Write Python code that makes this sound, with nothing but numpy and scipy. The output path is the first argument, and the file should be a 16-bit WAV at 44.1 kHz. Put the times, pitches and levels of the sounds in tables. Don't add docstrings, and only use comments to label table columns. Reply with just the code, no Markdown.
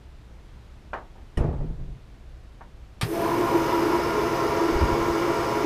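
import sys
import numpy as np
from scipy import signal
from scipy.fft import rfft, irfft
from scipy.io import wavfile
from scipy.ndimage import uniform_filter1d

SR = 44100
rng = np.random.default_rng(int(sys.argv[2]) if len(sys.argv) > 2 else 0)


def transcribe(signal):
    frames = np.atleast_2d(signal).T
    limited = np.clip(frames, -1, 1)
    pcm = np.round(limited * 32767).astype(np.int16)
    wavfile.write(sys.argv[1], SR, pcm)


N = 249165
T = np.arange(N) / SR


def pump():
    # time_s, blend_0_to_1
    blend_curve = [(3.2, 0), (3.5, 0.42), (3.7, 0.97), (4.2, 0.82), (4.6, 0.77)]
    pump_on_s, pressure_rise_s, spin_rise_s, air_clears_s = 3.028, 0.073, 0.037, 0.75
    age_s = np.maximum(T - pump_on_s, 0)
    pressure = (1 - np.exp(-age_s / pressure_rise_s)) ** 2.16
    spinning = 1 - np.exp(-age_s / spin_rise_s)
    blend = np.clip(curve(blend_curve), 0, 1)
    bubbles = np.exp(-(age_s / air_clears_s) ** 2)

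    turns = shaft_turns()
    throb = 1 + .15 * np.cos(2 * np.pi * 5 * turns) + .05 * np.cos(2 * np.pi * turns)
    noise = rng.standard_normal((4, N)) * throb

    fluid = fuel_churn(noise, age_s, blend) + (1.35 - 0.56 * bubbles) * shaft_whine(turns)
    metal = low_panel(noise) + upper_panel(noise) + pump_housing(noise, blend, bubbles)
    return pressure * fluid + spinning * metal + air_hiss(noise[3], age_s, bubbles)


def shaft_turns():
    # time_s, speed_turns_per_s
    speed_curve = [(3.02, 30), (3.15, 47.8), (3.5, 47.36), (4.1, 47.03), (4.7, 46.93), (5.1, 46.85),
                   (5.65, 46.82)]
    return np.cumsum(curve(speed_curve) * (1 + .0015 * drift(6))) / SR


def fuel_churn(noise, age_s, blend):
    # freq_hz, width_hz, airy_db, primed_db
    tank_modes = [(107, 38, -1.5, -8), (194, 29, -1.5, -28), (534.2, 15.5, 0, -0.5), (571, 3.8, -19, -37),
                  (663.4, 17.6, 1, -3), (677, 6.5, 15, -1.5), (804.5, 26, 0.5, -9.5), (866.5, 27, -3, -3.5),
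                  (933, 39, -6.5, -5.5), (968, 20.5, -1, 6.5), (990, 2.9, 14, -5), (1041, 30.7, 1.5, 1.5),
                  (1287, 45, -18, -5), (1367, 21.6, -9.5, -3), (1408, 25, -15, -9.5),
                  (1725, 28, -10.5, -31), (1819, 74, -16.5, -14), (2003, 9.8, -35, -6),
                  (2208, 7.9, -33, -13.5), (2857, 83, -36, -18), (3530, 7.8, -56, -18)]
    # freq_hz, density_db_per_hz
    bed_spectrum = [(35, -43), (60, -8.5), (150, -11), (240, -9.5), (420, -3), (610, -9), (750, -14.5),
                    (950, -9.5), (1500, -16), (2300, -19), (3900, -27.5), (5200, -31), (5800, -29),
                    (6900, -36), (7400, -34.5), (15500, -74)]
    tank_db, bed_db, tank_wait_s, tank_swell_s = -8.5, -31, .06, .15
    swell = np.clip((age_s - tank_wait_s) / tank_swell_s, .3, 1)
    tank = from_db(tank_db) * swell * shaken(tank_modes, noise, blend, wander_db=1)
    return tank + from_db(bed_db) * colour(noise[2], bed_spectrum)


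def shaft_whine(turns):
    # multiple_of_shaft_speed, relative_rms_db
    whine_lines = [(3, -45), (5, -45), (10, -52), (15, -56), (18, -55), (25, -46), (30, -48), (35, -54),
                   (44, -58), (47, -53), (48, -56), (50, -54), (61, -61), (75, -62), (80, -66), (89, -66),
                   (94, -68), (100, -63), (105, -62), (111, -64), (115, -63)]
    whine = np.zeros(N)
    for order, level_db in whine_lines:
        gain = from_db(level_db + 2.1 * drift(5.1)) * np.sqrt(2)
        whine += gain * np.sin(2 * np.pi * (order * turns + rng.random()))
    return whine


def low_panel(noise):
    # freq_hz, width_hz, level_db
    low_modes = [(297.4, 14.7, -12.5), (321, 5.5, -16.5), (336, 8.9, 2.5), (350.4, 8, -3)]
    # time_s, level_db
    low_level = [(3.06, -42), (3.11, -30.5), (3.3, -27), (3.36, -29), (3.41, -14.5), (3.46, -32.5),
                 (3.545, -17.5), (3.66, -31), (3.82, -22), (4.08, -28.5), (4.3, -29), (4.52, -30.5),
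                 (4.68, -21), (4.76, -26.5), (5.3, -26), (5.55, -34.5), (5.65, -23.5)]
    return from_db(curve(low_level)) * panel_drone(low_modes, noise)


def upper_panel(noise):
    # freq_hz, width_hz, level_db
    upper_modes = [(394.5, 26, -2), (418.9, 8.1, 6), (443, 14, -5)]
    # time_s, level_db
    upper_level = [(3.1, -35), (3.25, -32), (4.05, -33.5), (4.22, -23.5), (4.3, -32), (4.5, -29.5),
                   (4.8, -30), (5.25, -33.5), (5.42, -34), (5.55, -30.5)]
    return from_db(curve(upper_level)) * panel_drone(upper_modes, noise)


def pump_housing(noise, blend, bubbles):
    # freq_hz, width_hz, airy_db, clear_db
    housing_modes = [(4050, 50, -31, -36), (4414, 50, -27, -36), (4690, 25, -34, -29), (4915, 30, -30, -24),
                     (5100, 70, -28, -30), (5208, 30, -30, -26), (5300, 50, -29, -29), (5385, 35, -32, -23),
                     (6010, 90, -30, -32), (6120, 120, -36, -31), (6620, 50, -36, -32),
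                     (6780, 80, -34, -34), (7770, 60, -38, -35), (8780, 200, -31, -41),
                     (9080, 90, -35, -38), (9800, 150, -36, -41), (10200, 200, -38, -38),
                     (11580, 110, -28, -40), (11800, 90, -31, -42), (12170, 60, -38, -39),
                     (12680, 60, -40, -40), (13050, 120, -34, -38), (13450, 60, -34, -40),
                     (13880, 130, -28, -41), (14120, 60, -34, -40), (14600, 170, -31, -37)]
    level_db = -1 - 4 * (1.5 - blend)
    return from_db(level_db) * shaken(housing_modes, noise, 1 - bubbles, wander_db=1.5)


def air_hiss(noise, age_s, bubbles):
    # freq_hz, density_db_per_hz
    froth_spectrum = [(3500, -22), (6000, -7), (8000, -1), (11000, 2), (15500, -2.5)]
    airy_db, clear_db, rise_s = -49.5, -55.5, .02
    level_db = clear_db + bubbles * (airy_db - clear_db)
    return np.minimum(age_s / rise_s, 1) * from_db(level_db) * colour(noise, froth_spectrum)


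def switch():
    # time_s, level_db, tilt_db_per_octave above 250 Hz
    snap_blows = [(3.0122, -26.5, 0), (3.0215, -30, -2.5)]
    # freq_hz, density_db_per_hz
    snap_spectrum = [(150, -28), (250, -5), (781, -4), (1100, -6), (1890, 0.5), (2850, -7), (3960, -2.5),
                     (5310, -12), (5890, -28), (9070, -9.5), (15500, -31)]
    # freq_hz, t60_s
    snap_decay = [(250, 0.43), (2000, 0.17), (6000, 0.14), (15000, 0.13)]
    # freq_hz, level_db, t60_s
    toggle_modes = [(796, -2, 0.17), (1217, 2, 0.11), (1750, -3, 0.074), (2540, -18, .08),
                    (3170, 0.5, 0.06), (3810, -1, 0.076), (4479, -16, 0.063), (5440, -4.5, 0.081),
                    (5570, -12, .06), (8260, -3, 0.037), (10500, -9, .03)]
    # freq_hz, level_db, t60_s
    box_modes = [(117, -20, 0.12), (156.5, -25, 0.25)]
    box_blows = [(3.030, 0, 0)]   # time_s, level_db, tilt_db_per_octave
    noise = dying_noise(snap_blows, snap_spectrum, snap_decay)
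    lever = from_db(-4.5) * struck(snap_blows, toggle_modes, soft_hz=14100)
    return noise + lever + struck(box_blows, box_modes, soft_hz=247)


def thud():
    # time_s, level_db, tilt_db_per_octave above 250 Hz
    thud_blows = [(1.373, -22, 0), (1.405, -23.5, -4), (1.438, -27.5, -3.5), (1.48, -44, -1.5),
                  (1.528, -39, -1), (1.603, -30.5, -5.5), (1.635, -37, -14), (1.7, -38, -11),
                  (1.79, -37, -9), (1.88, -39.5, -12)]
    # freq_hz, level_db, t60_s
    body_modes = [(32.8, 0, 0.17), (49, 2.5, 0.13), (75, -3, .12), (150, -6, .1), (218, -11, .1),
                  (294, -11, 0.067), (430, -12, .08)]
    # freq_hz, density_db_per_hz
    thud_spectrum = [(12, -30), (20, -1), (106, -9), (140, -1.5), (180, -13.5), (333, -12), (452, -12),
                     (1340, -30.5), (1450, -34), (1870, -32), (3750, -45.5), (9390, -47.5), (15500, -89)]
    # freq_hz, t60_s
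    thud_decay = [(25, 0.95), (100, 0.53), (400, 0.35), (1000, 0.49), (3000, 0.11), (10000, 0.14)]
    # time_s, level_db, tilt_db_per_octave above 250 Hz
    latch_blows = [(1.373, 0, 0.5), (1.532, -16, -4)]
    # freq_hz, level_db, t60_s
    latch_modes = [(1900, -36, 0.066), (2304, -57, .06), (2940, -36.5, 0.036), (5394, -49, 0.083),
                   (8091, -52, .04), (9500, -48, .04)]
    push = struck(thud_blows, body_modes, soft_hz=350)
    noise = dying_noise(thud_blows, thud_spectrum, thud_decay, attack_cycles=0.88)
    return push + noise + struck(latch_blows, latch_modes, soft_hz=12000)


def knocks():
    # time_s, level_db, tilt_db_per_octave above 250 Hz
    knock_blows = [(.9322, -22, 0), (.975, -38, -1), (1.155, -34, -8), (1.18, -37, -8), (2.609, -37, -1)]
    # freq_hz, level_db, t60_s (struck() limits it to 0.4 s)
    knock_modes = [(678, -8, 0.15), (770, 6, 0.089), (932, 1, 0.21), (1110, 4.5, 0.07), (1470, -14, 0.98),
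                   (1840, -29, 0.33), (2310, -21, 0.25), (2860, -10, 0.13), (3332, -37, 0.26)]
    # freq_hz, density_db_per_hz
    knock_spectrum = [(88, -36), (200, -16), (500, -10), (900, -9), (1400, -8), (2200, -21.5), (3300, -42),
                      (4300, -77), (9000, -65), (19800, -100)]
    # freq_hz, t60_s
    knock_decay = [(150, 0.36), (1000, 0.23), (3000, 0.041), (9000, .1)]
    rings = struck(knock_blows, knock_modes, soft_hz=1800)
    scatter = dying_noise(knock_blows, knock_spectrum, knock_decay, attack_cycles=1.7)
    return from_db(-11.5) * rings + from_db(-6.0) * scatter


def puffs():
    # centre_s, level_db, half_length_s (to 1/e)
    puff_lumps = [(4.727, -28, 0.0084), (4.764, -20.5, 0.012), (4.834, -18, 0.025), (4.929, -21.5, 0.019),
                  (5.018, -27, 0.011), (5.11, -38, .02)]
    lumps = sum(from_db(db) * np.exp(-((T - s) / half_s) ** 2) for s, db, half_s in puff_lumps)
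    low = band_pass(rng.standard_normal(N), 28, 75)
    return lumps * rms_one(np.tanh(rms_one(low)))


def workshop():
    # freq_hz, density_db_per_hz
    air_spectrum = [(8.8, -45), (15, -10.5), (64, -5), (81, -19), (111, -10), (158, -20), (199, -19),
                    (230, -25.5), (335, -23), (366, -24), (399, -26.5), (518, -28), (3630, -41),
                    (13400, -60), (15500, -73)]
    # freq_hz, width_hz, rms_db
    hum_modes = [(29.4, 7.7, -50.5), (59.7, 9, -49.5)]
    hum = sum(from_db(db) * rms_one(resonate(rng.standard_normal(N), hz, width_hz))
              for hz, width_hz, db in hum_modes)
    return from_db(-48 + 0.36 * drift(0.5)) * colour(rng.standard_normal(N), air_spectrum) + hum


def panel_drone(modes, noise):
    drone = np.zeros(N)
    for k, (hz, width_hz, level_db) in enumerate(modes):
        drone += from_db(level_db) * resonate(resonate(noise[k % 2], hz, width_hz), hz, 8.5 * width_hz)
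    return steadied(drone, share=0.39)


def shaken(modes, noise, blend, wander_db):
    out = np.zeros(N)
    for k, (hz, width_hz, first_db, last_db) in enumerate(modes):
        level_db = first_db + blend * (last_db - first_db) + wander_db * drift(1.3)
        out += from_db(level_db) * resonate(resonate(noise[k % 2], hz, width_hz), hz, 6.6 * width_hz)
    return out


def struck(events, modes, soft_hz):
    at = [round(e[0] * SR) for e in events]
    out = np.zeros(N)
    for hz, mode_db, t60_s in modes:
        octaves = max(np.log2(hz / 250), 0)
        clicks = np.full(N, 1e-18)
        clicks[at] = [from_db(blow_db + mode_db + tilt_db * octaves + rng.normal(0, 2))
                      for _, blow_db, tilt_db in events]
        r = from_db(-60 / (np.clip(t60_s, .01, .4) * SR))
        w = 2 * np.pi * hz / SR
        out += signal.lfilter([0, np.sin(w)], [1, -2 * r * np.cos(w), r * r], clicks)
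    return signal.sosfilt(signal.butter(2, min(soft_hz, 18000), fs=SR, output="sos"), out)


def dying_noise(events, spectrum, t60s, attack_cycles=0.78):
    first_s, last_s = events[0][0], events[-1][0]
    start = round(first_s * SR) - 4410
    size = min(N - start, round((last_s - first_s + 1) * SR))
    t = T[start:start + size]
    edges_hz = 20 * 2 ** np.arange(0, 10, .5)
    white = rng.standard_normal((2, size))
    out, power = np.zeros(N), 0
    for k, (low_hz, high_hz) in enumerate(zip(edges_hz, edges_hz[1:])):
        hz = np.sqrt(low_hz * high_hz)
        band = band_pass(white[k % 2], low_hz, high_hz)
        band_db, t60_s = at_hz(spectrum, hz), at_hz(t60s, hz)
        power += from_db(2 * band_db) * (high_hz - low_hz) / (SR / 2)
        for s, level_db, tilt_db in events:
            age_s = np.maximum(t - s, 0)
            lost_db = tilt_db * max(np.log2(hz / 250), 0)
            fall = from_db(level_db + lost_db + band_db - 60 * age_s / t60_s)
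            out[start:start + size] += band * fall * (1 - np.exp(-age_s * hz / attack_cycles))
    return out / np.sqrt(power)


def resonate(x, hz, width_hz):
    r = np.exp(-np.pi * np.clip(width_hz, 2, 2000) / SR)
    poles = [1, -2 * r * np.cos(2 * np.pi * hz / SR), r * r]
    return signal.lfilter(np.array([1, 0, -1]) * (1 - r * r) / 2, poles, x)


def band_pass(x, low_hz, high_hz):
    return signal.sosfilt(signal.butter(2, [low_hz, high_hz], "band", fs=SR, output="sos"), x)


def colour(x, spectrum):
    hz = np.maximum(np.arange(N // 2 + 1) * SR / N, 1)
    return rms_one(irfft(rfft(x) * from_db(at_hz(spectrum, hz)), N))


def steadied(x, share):
    power = uniform_filter1d(x ** 2, size=2500) + 1e-12
    return rms_one(x / power ** (share / 2))


def drift(rate_hz):
    r = np.exp(-80 * np.pi * rate_hz / SR)
    white = rng.standard_normal(N // 40 + 2002)
    slow = signal.lfilter([1], [1, -2 * r, r * r], white)[2000:]
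    return np.interp(np.arange(N) / 40, np.arange(len(slow)), rms_one(slow))


def curve(rows):
    s, value = np.transpose(rows)
    return np.interp(T, s, value)


def at_hz(points, hz):
    table_hz, value = np.transpose(points)
    return np.interp(np.log(hz), np.log(table_hz), value)


def from_db(db):
    return 10 ** (np.asarray(db) / 20)


def rms_one(x):
    return x / np.sqrt(np.mean(x ** 2) + 1e-20)


def scene():
    return (pump() + switch() + thud() + knocks() + puffs() + workshop())[None]


def record(dry):
    return signal.sosfilt(signal.ellip(12, .5, 70, 15270, fs=SR, output="sos"), dry)


dry = scene()
out = record(dry)
transcribe(out)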